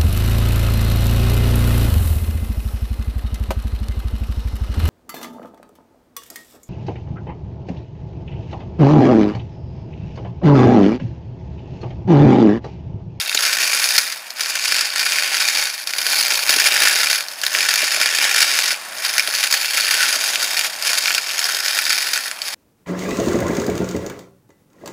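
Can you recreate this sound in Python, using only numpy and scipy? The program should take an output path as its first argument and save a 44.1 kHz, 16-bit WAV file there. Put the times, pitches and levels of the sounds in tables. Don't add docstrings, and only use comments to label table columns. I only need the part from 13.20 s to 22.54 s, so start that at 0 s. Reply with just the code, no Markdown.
import sys
import numpy as np
from scipy import signal
from scipy.fft import rfft, irfft
from scipy.io import wavfile
from scipy.ndimage import uniform_filter1d, minimum_filter1d, map_coordinates

SR = 44100
rng = np.random.default_rng(int(sys.argv[2]) if len(sys.argv) > 2 else 0)


def gain_from_decibels(decibels):
    exponent = np.asarray(decibels, float) / 20
    return 10 ** exponent


def unload_wav(signal):
    wavfile.write(
        sys.argv[1],
        SR,
        np.round(np.clip(np.atleast_2d(signal).T, -1, 1) * 32767).astype(np.int16),
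    )


N = 412114
STEP = 4

# time in seconds, level in dB, casting boom in dB, grit brightness in dB.
EFFORT = [(0, -18, -2, 0), (0.25, -15.5, 0, -0.5), (0.75, -16, -1, 2), (1.3, -20.5, -0.5, -1),
          (1.55, -13.5, -0.5, -3), (2.1, -15.5, 1, -3), (2.39, -15, 0, -3), (2.99, -14, -1, 1.5),
          (3.6, -13.5, 1.5, -1), (3.92, -15, -2.5, 0.5), (4.6, -17.5, 1, -2), (5.2, -13.5, 1, -4),
          (6.1, -20.5, 0.5, 1.5), (6.6, -15, 1.5, 0), (7.4, -17, -1, -1.5), (7.8, -16.5, -2.5, -3.5),
          (8.7, -17.5, -0.5, -1.5), (9.34, -21, 0, 2)]
# start in seconds, fall in seconds, hold in seconds, rise in seconds, depth in dB.
LULLS = [(0.0, 0.038, 0.13, .03, 6.5), (0.79, .22, 0.16, .04, 13), (1.59, 0.096, .03, 0.12, 5.5),
         (2.414, 0.19, .06, .28, 13), (3.12, 0.13, 0.035, 0.024, 4), (3.95, 0.1, .16, 0.078, 15.5),
         (4.264, 0.025, .03, .03, 5), (5.36, 0.16, .03, 0.058, 2.5), (5.522, 0.062, 0.12, .16, 14.5),
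         (6.433, .05, .02, 0.13, 2.5), (7.456, .11, 0.017, 0.088, 10), (7.957, 0.034, 0.041, 0.23, 5.5),
         (8.798, 0.24, 0.054, .05, 3.5), (9.081, 0.034, 0.078, 0.083, 12.5)]
# time in seconds, level
# in dB, boom in dB.
KERNEL_SPLITS = [(0.095, -11, -6), (0.2615, -20, -14), (2.2869, -3.5, 1), (2.3834, -3.5, -19),
                 (2.6729, -6, -3), (2.8663, -3, -5), (3.306, -1, -6), (3.4418, -3, 0), (3.4723, 0, -13),
                 (3.6342, 0, -2), (3.6837, -1, -2), (3.8322, -8, 5), (4.2649, -2.5, -4), (4.558, -3, -5),
                 (4.8588, -3, 4), (4.9618, -6, -3), (5.0363, -12, -9), (5.2051, -3, -18), (5.2267, 0.5, 5),
                 (5.389, -4, 5), (5.9811, -1.5, -0.5), (5.9953, -1.5, 1), (6.2389, -1.5, 0.5),
                 (6.3256, 1, -0.5), (6.8287, -2, 3), (7.0395, -4, -1), (7.3729, -3, -1.5), (7.732, -5.5, 1),
                 (7.9809, -6.5, 8.5), (8.5885, -1, 2),
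                 (0.689, -3, -9), (0.9233, -10, -4.5), (1.1048, -12.5, -16), (1.1952, -15, 1), (1.2593, -14, 10),
         (1.522, -12, 15), (1.6095, -4, 2), (1.7594, -5.5, 1), (1.795, -8, 3), (2.7358, -11, 6),
         (2.8162, -5.5, -3), (4.0074, -9, -0.5), (4.0842, -14, -10), (4.2152, -11, -11), (4.3493, -9, 6),
         (4.4062, -10, 4.5), (4.5392, -3, -6), (5.53, -10, -4), (5.8587, -14, 1), (6.075, -7.5, -7),
         (6.1385, -9, 1.5), (6.2731, -8, 0), (6.5742, -9, -16), (7.1574, -7, 3.5), (7.6244, -6.5, -9),
         (8.1924, -4, -7), (8.242, -6, -6), (8.348, -5.5, -15), (9.0809, -14, -8), (9.218, -7.5, -7),
                 (2.1436, -9, 6), (2.2785, -10, -5), (2.4249, -11, -2), (2.4388, -5, -15), (3.5624, -12, 8),
              (3.6728, -4, 1.5), (3.8133, -7, 1), (3.913, -4, -2), (3.9298, -4.5, 1), (4.2499, -7, -2),
              (4.383, -11, 4), (4.7164, -6.5, 1), (4.814, -7, 8), (5.2196, -3, -3), (5.4383, -9.5, -1),
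              (5.7834, -15, -3), (6.6022, -13, -6), (7.3924, -3.5, 2.5), (7.4456, -8, 2.5),
              (7.6637, -13.5, 0), (7.8576, -9, 8), (7.881, -10, 8), (7.9058, -8, 8), (8.258, -10, -5),
              (8.4613, -12.5, 8), (8.7291, -5, -2), (8.7842, -9, 1.5), (8.9758, -8, 2), (9.1132, -14, 5),
              (9.282, -11, -8)]
# time in seconds, level in dB, boom in dB.
CRUMBLES = [(0.1459, -1.5, -7), (0.7617, -9, -4), (0.7795, 6, -10), (1.2068, -9, -1), (1.2327, -14.5, -9),
            (1.298, -11.5, -5), (1.3528, -9.5, 3.5), (1.4539, -8.5, 1), (2.2012, -6.5, 1.5),
            (2.7824, -6, -2.5), (3.1358, -11, -9), (3.2923, -3, 3), (3.3263, -6, 1), (3.3619, -3.5, -7),
            (3.3974, -4.5, -6), (3.6195, -5, 2.5), (3.9006, -6, -4), (4.2344, -6.5, 1.5),
            (4.4863, -4.5, -1), (4.9486, -6.5, -2), (5.8482, -9, -4), (6.149, -7.5, -2.5), (6.311, -5, -10),
            (6.3389, -3, -2), (6.7084, -7.5, 1), (7.2261, -7, -4), (7.7822, -3.5, -6), (7.9468, -4.5, -2.5),
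            (8.7032, -7, 2.5), (8.9332, -6.5, -6)]
# pitch in Hz, width in Hz, level over the burr spectrum in dB.
IRON = np.array([(279, 69, -1.5), (429, 19, -5.0), (610, 310, -1), (860, 165, 1.5), (1120, 98, 2.5),
        (1386, 29, -0.5), (1507, 53, 4.0), (1777, 363, 5.0), (2197, 255, 0.5), (2391, 144, 6.5),
        (2700, 354, 0.5), (3180, 260, -2.5), (3688, 265, 0.5), (4480, 456, 3.5), (4806, 108, 3.5),
        (5162, 220, 3.0), (5550, 360, 1), (6100, 140, 1.5), (6543, 376, 6.0), (7055, 147, 6.5),
        (7720, 245, 3), (8800, 900, -3.0), (9834, 450, 3.5), (10750, 330, 5), (12170, 910, 2.5),
        (14240, 360, 5.5)])
# frequency in Hz, level in dB per Hz.
BURR_TONE = [(150, -59.5), (280, -21), (600, -15.5), (1220, -13), (1320, -6), (2800, -7), (5000, -4),
             (7500, -13.5), (10000, -10.5), (12500, -17.5), (14500, -15.5), (15690, -23), (15720, -99)]
# time in seconds, level in dB.
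CHATTER = [(6.708, 0), (6.781, -1), (6.806, -1), (6.829, -2), (6.868, -7), (6.94, -3)]
# time in seconds, level in dB.
OPENING_HITS = [(0.0116, -10), (0.0254, -18), (0.0605, -12.5), (0.0664, -15), (0.0784, -16), (0.087, -14),
                (0.0948, -8), (0.127, -11), (0.1471, -12), (0.1727, -5.5), (0.175, -2)]
# time in seconds, peak in dB, pitch in Hz.
KNOCKS = [(0.146, -18.5, 523), (3.294, -14, 587), (3.362, -18.5, 420), (3.515, -17, 665),
          (3.612, -16.5, 580), (3.75, -22, 638), (4.352, -21, 647), (4.376, -24, 549), (4.628, -15, 626),
          (4.746, -22, 670), (4.772, -19, 627), (4.804, -16, 630), (5.524, -22, 610), (6.079, -18.5, 630),
          (6.637, -25, 606), (6.963, -20.5, 614), (7.175, -23, 606), (7.233, -23, 603), (8.335, -25, 550),
          (8.563, -23, 711)]
# pitch in Hz, width in Hz, level in dB.
BUCKET_MODES = [
    (299, 72, 6.5),
    (420, 60, -2),
    (618, 105, 2.5),
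]
# time in seconds, pitch in Hz, level in dB.
SQUEAK = [
    (8.2, 780, -60),
    (8.22, 770, -45),
    (8.255, 730, -35),
    (8.29, 650, -59),
]
# time in seconds, peak in dB.
THUMPS = [(0.78, -30), (3.293, -46), (3.442, -48), (3.562, -50), (4.814, -52), (5.205, -46), (5.981, -46),
          (6.326, -44), (6.829, -48), (8.589, -50)]
# frequency in Hz, level in dB per Hz.
YARD_TONE = [(20, -38), (90, -36), (180, -15.5), (450, -16.5), (600, -1), (1000, -3.5), (1500, -3),
             (2500, -6.5), (5000, -18.5), (9000, -13), (15680, -48), (15720, -86)]

MODE_HZ = np.transpose(IRON)[0][:, None]
MODE_INDEX = np.arange(len(IRON))[:, None]
RACK = MODE_HZ < 1250
BOOMY = abs(MODE_HZ - 2100) < 850
BRIGHT = MODE_HZ > 8200
TIP = MODE_HZ > 14000
PLATE = np.isin(MODE_INDEX, [5, 6])
OPENING_MODES = np.isin(MODE_INDEX, [10, 12])


def unit(x):
    return x / np.sqrt(np.mean(x ** 2) + 1e-20)


def along(points, hz):
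    f, v = np.transpose(points)
    return np.interp(np.log(hz + 1), np.log(f + 1), v)


def wobble(rate, step=1):
    knots = rng.standard_normal(int(N * rate / SR) + 4)
    return map_coordinates(knots, [np.arange(0, N, step) * rate / SR])


def causal(x, gain):
    size = 8192
    cepstrum = irfft(np.log(gain(np.fft.rfftfreq(size, 1 / SR)) + 1e-6), size)
    cepstrum[..., 1:size // 2] *= 2
    cepstrum[..., size // 2 + 1:] = 0
    impulse = irfft(np.exp(rfft(cepstrum)), size)
    return signal.oaconvolve(x, impulse, axes=-1)[..., :N]


def resonate(x, hz, width):
    return signal.lfilter(*signal.iirpeak(hz, hz / width, SR), x)


def bursts(times, gains, t60, rise):
    rate, size = SR / STEP, -(-N // STEP)
    at = np.clip((times * rate).astype(int), 0, size - 1)
    power = np.array([np.bincount(at, g ** 2, size) for g in gains])
    swell = np.exp(-1 / (rise * rate + 0.11))
    decay = gain_from_decibels(-120 / rate / t60)
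    return signal.lfilter([1 - swell], np.convolve([1, -decay], [1, -swell]), power)


def load(t):
    s, *columns = np.transpose(EFFORT)
    level_db, boom_db, grit_db = (np.interp(t, s, column) for column in columns)
    lull_db = 0
    for start, fall, hold, rise, depth_db in LULLS:
        corners = start + np.cumsum([0, fall, hold, rise])
        lull_db = lull_db + depth_db * np.interp(t, corners, [0, 1, 1, 0])
    return level_db - lull_db, boom_db, grit_db + 0.22 * lull_db


def grinding():
    level_db, boom_db, bright_db = load(np.arange(0, N, STEP) / SR)
    draws = rng.random((4200, 2 + len(IRON)))
    size_db = np.minimum(-4.5 * np.log(draws[:, 1]), 11)
    uneven_db = 10.5 * (draws[:, 2:].T - 0.5)
    snaps = bursts(draws[:, 0] * N / SR, gain_from_decibels(size_db + uneven_db), t60=0.016, rise=0.00013)
    meal = gain_from_decibels(2.0 * wobble(31, step=STEP) - 6.5) ** 2
    contact = [wobble(3, step=STEP) + 0.6 * wobble(0.8, step=STEP) for _ in IRON]
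    contact_db = 2.1 * np.clip(contact, -2, 1.6)
    mix = gain_from_decibels(-2.5) ** 2 * snaps / snaps.mean() + meal
    tone_db = BOOMY * boom_db + (BRIGHT + 1.0 * TIP) * bright_db
    return mix * gain_from_decibels(level_db - 4 + contact_db + tone_db) ** 2


def kernels(table, t60, rise, gain_db):
    s, db, boom_db = np.transpose(table)
    scatter_db = np.clip(3.5 * rng.standard_normal((len(s), len(IRON))).T, -9, 5)
    tone_db = BOOMY * (boom_db + 1.0) - 6.6 * RACK - 2 * BRIGHT
    sizes = gain_from_decibels(db + gain_db + scatter_db + tone_db)
    cracks = bursts(s, sizes, t60, rise)
    splinters = bursts(s, gain_from_decibels(-16.0) * sizes, t60=0.052, rise=0.0015)
    return cracks + splinters


def ordinary(count):
    late, size, boom = rng.standard_normal((3, count, 3)).reshape(3, -1)
    clump_s = np.repeat(rng.random(count), 3) * N / SR
    s = clump_s + 0.03 * late
    level_db = load(s)[0] + 5 + 2.5 * np.clip(size, -2, 0.8)
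    boom_db = -1.5 + 4.6 * np.clip(boom, -3, 1)
    return np.transpose([s, level_db, boom_db])


def chatter():
    s, db = np.transpose(CHATTER)
    return PLATE * bursts(s, gain_from_decibels([db]), t60=0.081, rise=0.0011)


def opening_hits():
    s, db = np.transpose(OPENING_HITS)
    return OPENING_MODES * bursts(s, gain_from_decibels([db + 8]), t60=0.012, rise=0.00037)


def casting(power):
    envelope = np.repeat(np.sqrt(np.abs(power)), STEP, axis=1)[:, :N]
    force = envelope * rng.standard_normal(N)
    rings = sum(gain_from_decibels(db) * resonate(f, hz, width) for f, (hz, width, db) in zip(force, IRON))
    direct = 0.12 * force[[6, 14, 22]].sum(0)
    return causal(rings + direct, lambda hz: gain_from_decibels(along(BURR_TONE, hz) + 7.5))


def chain():
    rate, ring_hz, width_hz = 42, 12700, 1800
    count = int(N / SR * rate)
    jitter, size = rng.standard_normal((2, count))
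    times = (np.arange(count) + 0.095 * jitter) / rate
    level_db = -26.5 + 3.5 * np.clip(size, -3, 1.2)
    power = bursts(times, gain_from_decibels([level_db]), t60=0.014, rise=0.0005)
    ticks = np.repeat(np.sqrt(np.abs(power[0])), STEP)[:N] * rng.standard_normal(N)
    return resonate(resonate(ticks, ring_hz, width_hz), ring_hz, width_hz)


def bucket():
    out, t = np.zeros(N + SR), np.arange(SR // 10) / SR
    onset = 1 - np.exp(-t / 0.0061)
    for s, peak_db, pitch in KNOCKS:
        ring = 0
        for hz, width, db in BUCKET_MODES:
            off_pitch_db = 18 * abs(np.log2(hz / pitch))
            decay_db = 23.8 * width * t
            ring = ring + gain_from_decibels(db - off_pitch_db - decay_db) * np.sin(2 * np.pi * hz * t)
        out[round(s * SR):][:len(t)] += gain_from_decibels(peak_db + 4.5) * ring * onset
    return out[:N]


def squeak():
    s, hz, db = np.transpose(SQUEAK)
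    t = np.arange(N) / SR
    level_db = np.interp(t, s, db, -150, -150)
    phase = 2 * np.pi * np.cumsum(np.interp(t, s, hz)) / SR
    return gain_from_decibels(level_db) * np.sin(phase)


def thumps():
    out, u = np.zeros(N), np.arange(SR // 50) / SR / 0.00088
    for s, db in THUMPS:
        out[round(s * SR):][:len(u)] += gain_from_decibels(db) * u * np.exp(1 - u)
    return out


def yard():
    hiss = causal(rng.standard_normal(N), lambda hz: gain_from_decibels(along(YARD_TONE, hz)))
    return gain_from_decibels(-39.5 + 2.2 * wobble(2.45)) * unit(hiss)


def scene():
    hard = np.array(KERNEL_SPLITS)
    soft = np.vstack([CRUMBLES, ordinary(count=14)])
    splits = kernels(hard, t60=0.0036, rise=0.00034, gain_db=0.5)
    crumbles = kernels(soft, t60=0.024, rise=0.0017, gain_db=-3.0)
    crackle = kernels(ordinary(count=130), t60=0.0025, rise=0.0001, gain_db=1.5)
    mill = casting(grinding() + splits + crumbles + crackle + opening_hits() + chatter())
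    return (mill + chain() + bucket() + squeak() + thumps() + yard())[None]


def band_limit(x):
    return signal.sosfilt(signal.butter(12, 15700, fs=SR, output="sos"), x)


def record(dry):
    need = np.minimum(1, 1.08 / (np.abs(dry) + 1e-9))
    gain = uniform_filter1d(minimum_filter1d(need, size=41), size=31)
    return band_limit(dry * gain)


dry = scene()
out = record(dry)
unload_wav(out)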